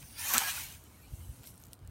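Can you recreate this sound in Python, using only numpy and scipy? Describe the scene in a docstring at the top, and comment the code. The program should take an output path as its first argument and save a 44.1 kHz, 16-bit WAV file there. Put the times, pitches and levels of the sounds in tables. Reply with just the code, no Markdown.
"""Wind bumps softly on the microphone over a low outdoor hum. A scythe sweeps into dry grass and weeds:
stalks brush the blade in a swelling swish and bow the steel into a faint ring. At the height of the
stroke, around 0.35 s, stems snap sharply and the thick ones knock on the blade. The swish dies away by
0.8 s, then the grass rustles and crackles as the blade is drawn back."""
import sys
import numpy as np
from scipy import signal
from scipy.fft import rfft, irfft
from scipy.io import wavfile
from scipy.ndimage import uniform_filter1d, map_coordinates

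SR = 44100
rng = np.random.default_rng(int(sys.argv[2]) if len(sys.argv) > 2 else 0)


def master(y):
    """Save y as 16-bit WAV."""
    cut = np.clip(np.atleast_2d(y).T, -1, 1)
    pcm = np.round(cut * 32767)  # scale
    wavfile.write(sys.argv[1], SR, pcm.astype(np.int16))


N = 83790


def amp(db):
    return 10 ** (np.asarray(db) / 20)


def unit_rms(x):
    return x / np.sqrt(np.mean(x ** 2) + 1e-20)


def automation(table, column):
    """One column of a table of timed breakpoints, drawn out to every sample."""
    rows = np.array(table)
    return np.interp(np.arange(N) / SR, rows[:, 0], rows[:, column])


def equalise(x, curve, outside_db=None):
    """EQ through (Hz, dB) points; beyond them the end gains hold unless outside_db is given."""
    hz, db = np.transpose(curve)
    log_hz = np.log(np.fft.rfftfreq(N, 1 / SR) + 1)
    gain_db = np.interp(log_hz, np.log(hz), db, outside_db, outside_db)
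    return irfft(rfft(x) * amp(gain_db), N)


def coloured(x, curve):
    """A band of x shaped by an EQ curve, at unit RMS."""
    return unit_rms(equalise(x, curve, outside_db=-60))


def patchy(x, depth_db, frames, bins, size=256):
    """Random louder and softer patches over time and frequency, at unit RMS."""
    spectra = signal.stft(x, nperseg=size)[2]
    patches = uniform_filter1d(rng.standard_normal(spectra.shape), bins, axis=0)
    patches = unit_rms(uniform_filter1d(patches, frames, axis=1))
    return unit_rms(signal.istft(spectra * amp(depth_db * patches), nperseg=size)[1][:N])


def resonate(x, hz, width_hz):
    """A single resonance with a gain of about 1 at its centre."""
    carrier = np.exp(2j * np.pi * hz * np.arange(1, len(x) + 1) / SR)
    pole = np.exp(-np.pi * width_hz / SR)
    return 2 * (carrier * signal.lfilter([1 - pole], [1, -pole], x / carrier + 1e-18)).real


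def place(mix, start_s, sound):
    part = mix[round(start_s * SR):][:len(sound)]
    part += sound[:len(part)]


def outdoor_hum():
    """A low, steady bed of distant outdoor noise."""
    # Each row: frequency in Hz, relative level in dB.
    spectrum = [(18, -29), (30, -3), (114, -4.5), (272, -4.5), (363, -12), (798, -15.5), (1500, -20.5),
                (1620, -45), (1950, -48.5), (6350, -57), (15900, -33)]
    bed = coloured(rng.standard_normal(N), spectrum)
    return amp(-60.5) * patchy(bed, depth_db=0.92, frames=14, bins=2)


def wind():
    """Low, lumpy buffeting on the microphone, dulled by its cover."""
    # Each row: time in seconds, gust level in dB ahead of the cover.
    gusts = [(0.0, -73), (0.036, -48), (0.088, -69), (0.116, -58), (0.2, -62), (0.238, -51), (0.268, -66),
             (0.37, -55), (0.396, -63), (0.518, -54.5), (0.534, -74), (0.566, -53.5), (0.624, -53.5),
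             (0.714, -58), (0.756, -51), (0.776, -57), (1.1, -62), (1.126, -42.5), (1.142, -35),
             (1.164, -76), (1.19, -45), (1.27, -51.5), (1.3, -39), (1.354, -69), (1.406, -49.5),
             (1.438, -70), (1.512, -53.5), (1.55, -61), (1.708, -56.5), (1.74, -73), (1.804, -58),
             (1.852, -45), (1.878, -56), (1.9, -37.5)]
    centre_hz, width_hz = 74.7, 51
    rumble = resonate(rng.standard_normal(N), centre_hz, width_hz)
    rumble = resonate(rumble, centre_hz, 2 * width_hz)
    # Compress the rumble so that the gusts shape the bumps.
    power = uniform_filter1d(rumble ** 2, size=700) + 0.018 * np.mean(rumble ** 2)
    rumble = unit_rms(rumble / np.sqrt(power))
    cover = signal.butter(3, [30, 170], "band", fs=SR, output="sos")
    return signal.sosfiltfilt(cover, amp(automation(gusts, 1)) * rumble)


def stalk_friction():
    """Stalks brushing steel: tiny uneven ticks in noise, streaked with narrow, lingering whistles."""
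    ticks_per_s, spread_db, tick_share = 2700, 2, 0.44
    sizes = amp(spread_db * np.minimum(rng.exponential(1, N), 5))
    contacts = sizes * (rng.random(N) < ticks_per_s / SR)
    ticks = np.convolve(contacts, np.exp(-np.arange(40) / 7.1))[:N] * rng.standard_normal(N)
    texture = tick_share * unit_rms(ticks) + (1 - tick_share) * rng.standard_normal(N)
    return patchy(texture, depth_db=4, frames=3, bins=1, size=1024)


def ground_echo(rustle):
    """The rustle bounces off the ground; the delay shifts as the blade moves, like a light flanger."""
    # Each row: time in seconds, delay in ms, echo strength relative to the direct sound.
    bounce = [(0, .2, .1), (.06, .21, .35), (.12, .205, .65), (.19, .2, .5), (.26, .175, .4),
              (.33, .155, .4), (.42, .15, .1), (.7, .15, 0), (1.0, .086, .14), (1.5, .1, .18),
              (1.9, .1, .1)]
    read_at = np.arange(N) - automation(bounce, 1) * SR / 1000
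    strength = automation(bounce, 2)
    echo = map_coordinates(rustle, [read_at], order=5)
    return (rustle + strength * echo) / np.sqrt(1 + strength ** 2)


def grass_swish():
    """Stalks brush the blade in three layers: bright fizz, mid rasp and woody body."""
    # The stroke and the draw back. Each row: time in seconds, then fizz, rasp and body levels in dB.
    stroke = [(0, -55, -61.5, -84), (.027, -56, -58, -64), (.05, -55.5, -67, -73.5),
              (.125, -54.5, -61.5, -69), (.16, -55, -57, -63.5), (.195, -41, -46.5, -55.5),
              (.25, -39, -44.5, -52), (.29, -33, -41, -44), (.33, -32.5, -40, -37), (.342, -28.5, -34, -37),
              (.365, -33, -34.5, -33.5), (.385, -32.5, -35, -39), (.40, -36, -39.5, -39.5),
              (.425, -36.5, -36, -39.5), (.455, -40, -41, -43), (.486, -35.5, -37.5, -44),
              (.535, -42.5, -44.5, -50.5), (.575, -40.5, -42.5, -48), (.625, -43.5, -47.5, -56.5),
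              (.75, -54.5, -58, -66), (.80, -62, -67.5, -70), (.89, -65, -68.5, -68.5),
              (1.09, -63, -68, -77), (1.2, -58.5, -68, -72.5), (1.41, -62, -68.5, -74.5),
              (1.44, -61, -59.5, -62), (1.476, -50.5, -64, -76), (1.53, -63.5, -71.5, -75.5),
              (1.65, -65, -70, -72), (1.70, -71, -72, -78), (1.73, -63.5, -69.5, -74),
              (1.77, -75.5, -75.5, -77), (1.9, -72.5, -72.5, -70.5)]
    # The tone of each layer. Each row: frequency in Hz, relative level in dB.
    fizz_eq = [(3300, -36), (4700, -7.5), (6200, -2), (7500, -3), (9000, 0.5), (12000, -2), (14000, -2),
               (15900, -4.5)]
    rasp_eq = [(1300, -53), (1900, -5), (2400, -2), (3100, -1), (3500, -4), (4000, -2.5), (5000, -5),
               (7000, -33.5)]
    body_eq = [(300, -25.5), (550, -11.5), (850, 1), (1200, -1.5), (1650, 2.5), (1950, -9.5), (2600, -23)]
    fizz = patchy(coloured(stalk_friction(), fizz_eq), depth_db=1.3, frames=20, bins=5)
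    friction = stalk_friction()
    rasp = patchy(coloured(friction, rasp_eq), depth_db=0.87, frames=10, bins=2)
    body = patchy(coloured(friction, body_eq), depth_db=1.37, frames=8, bins=2)
    layers = [ground_echo(fizz), rasp, body]
    return sum(amp(automation(stroke, column)) * layer for column, layer in enumerate(layers, 1))


def stem_snaps():
    """Each stem cracks: a broad tick, a short pitched burst, a crumbly tail and a ground bounce."""
    # Each row: start in seconds, burst level in dB, pitch in Hz, burst length in ms,
    # tick level in dB relative to the burst.
    snaps = [(0.0286, -39.5, 2670, 0.37, 2), (.3381, -15, 12000, 0.43, 0), (0.3382, -19, 13400, .3, -10),
             (.3399, -22, 13500, .25, 0), (0.3375, -26, 6000, 0.28, -4), (0.339, -21.5, 2470, 0.25, -10),
             (0.364, -29, 12400, 0.22, -8), (.38115, -6.5, 8100, .135, -2), (.3814, -22, 2000, .3, -9),
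             (0.8394, -40, 11800, 0.23, -4), (1.434, -43, 12500, 0.21, -3), (1.441, -44, 2470, .48, 5.5),
             (1.4345, -50, 4200, .3, -5), (1.452, -48, 3700, 0.33, -8), (1.458, -49, 3940, 0.29, -3),
             (1.4724, -38, 12500, 0.44, 2), (1.474, -42.5, 4300, 0.23, -3), (1.542, -50.5, 8450, 0.28, 3),
             (1.557, -50, 11500, .3, -6), (1.5785, -42.5, 9400, 0.64, -3), (1.6008, -45, 12800, .3, -7),
             (1.616, -47, 12600, .3, -10), (1.6244, -45, 12700, .3, -10), (1.6381, -43, 6300, 0.61, 3.5),
             (1.652, -48, 6000, 0.23, -2), (1.6561, -42, 12400, 0.21, 0), (1.6683, -41, 12600, 0.26, -4),
             (1.6846, -57, 13000, 0.18, 11), (1.721, -59, 11800, .3, -5), (1.73235, -31.5, 9400, .28, -1),
             (1.7324, -37, 6000, .3, -9), (1.7326, -47, 3000, .5, -9), (1.741, -47, 9000, .25, -3),
             (1.7528, -54, 9000, .2, 2), (1.7915, -52.5, 6000, 0.081, 0), (1.849, -54, 9100, .2, -3),
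             (1.8755, -42, 8300, 0.15, -4)]
    tail_db, tail_decay_s = -17, 0.0018
    bounce_db, bounce_delay_s = -6, 0.00024
    out, t = np.zeros(N), np.arange(800) / SR
    pulse = np.exp(-((t - 0.00007) / 0.000026) ** 2)
    tick = np.diff(pulse, prepend=0)
    tick /= tick.max()
    for start_s, db, hz, length_ms, tick_db in snaps:
        age = 2 * t / (length_ms / 1000)  # the burst peaks at age 1
        burst = np.sin(2 * np.pi * hz * t) * age * np.exp(1 - age)
        crumbs = np.diff(rng.standard_normal(len(t) + 1))
        tail = amp(tail_db) * crumbs * np.exp(-t / tail_decay_s)
        place(out, start_s, amp(db) * (burst + amp(tick_db) * tick + tail))
    return out + amp(bounce_db) * np.roll(out, round(bounce_delay_s * SR))


def blade_rings():
    """Stalks dragged along the edge bow one mode of the steel for a moment."""
    # Each row: start in seconds, length in seconds, level in dB, pitch in Hz.
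    rings = [(.17, 0.11, -50, 1778), (.18, 0.075, -57, 962), (.255, 0.047, -46, 2460),
             (.29, 0.06, -49, 6130), (.325, 0.049, -42, 2407), (0.422, 0.092, -40, 1652),
             (.425, 0.022, -41, 2373), (.47, .045, -42, 2885), (.11, 0.12, -54, 4790),
             (.485, 0.023, -40.5, 3270), (.555, 0.025, -47, 2510), (.69, 0.098, -64, 2440),
             (.65, 0.094, -61.5, 2885), (.92, 0.07, -70, 2213), (1.025, 0.043, -65, 2370),
             (1.2, 0.056, -66, 2970), (1.265, .07, -70.5, 2986), (1.013, 0.083, -74, 4280),
             (1.2, 0.023, -67, 2140)]
    out = np.zeros(N)
    for start_s, length_s, db, hz in rings:
        mode = resonate(rng.standard_normal(8000), hz, width_hz=14)
        tone = unit_rms(mode[2000:][:round(length_s * SR)])  # skip the build-up
        swell = np.sqrt(np.hanning(len(tone)))
        place(out, start_s, amp(db) * swell * tone)
    return out


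def stem_thuds():
    """Thick stems struck by the blade send dull knocks through steel and shaft."""
    # Each row: start in seconds, level in dB, pitch in Hz, seconds to fall by 60 dB.
    thuds = [(.30, -35, 1100, 0.14), (.338, -25.5, 1132, .06), (.345, -37, 241, 0.21),
             (.352, -29.5, 1329, .1), (.414, -30, 840, 0.046), (.32, -38, 318, 0.065),
             (.575, -34, 1430, 0.035)]
    attack_s = 0.006
    out, t = np.zeros(N), np.arange(6000) / SR
    for start_s, db, hz, t60 in thuds:
        roughness = 1 + 0.69 * unit_rms(uniform_filter1d(rng.standard_normal(len(t)), size=200))
        envelope = amp(db - 60 * t / t60) * np.minimum(t / attack_s, 1)
        place(out, start_s, envelope * roughness * np.sin(2 * np.pi * hz * t))
    return out


def scene():
    """The scythe, the wind and the hum in one mono mix."""
    scythe = grass_swish() + blade_rings() + stem_snaps() + stem_thuds()
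    return (scythe + wind() + outdoor_hum())[None]


def record(dry):
    """The microphone housing colours the mix, and a steep low-pass cuts it off at 16 kHz."""
    # Each row: frequency in Hz, gain in dB.
    housing_eq = [(22, -16), (48, 1), (4300, -1.5), (4900, -3), (5600, 1), (9700, -0.5), (10500, -4.5),
                  (11300, 0), (16000, -1)]
    low_pass = signal.firwin(511, 16000, window=("kaiser", 9), fs=SR)
    return signal.oaconvolve(equalise(dry, housing_eq), low_pass[None], "same")


dry = scene()
out = record(dry)
master(out)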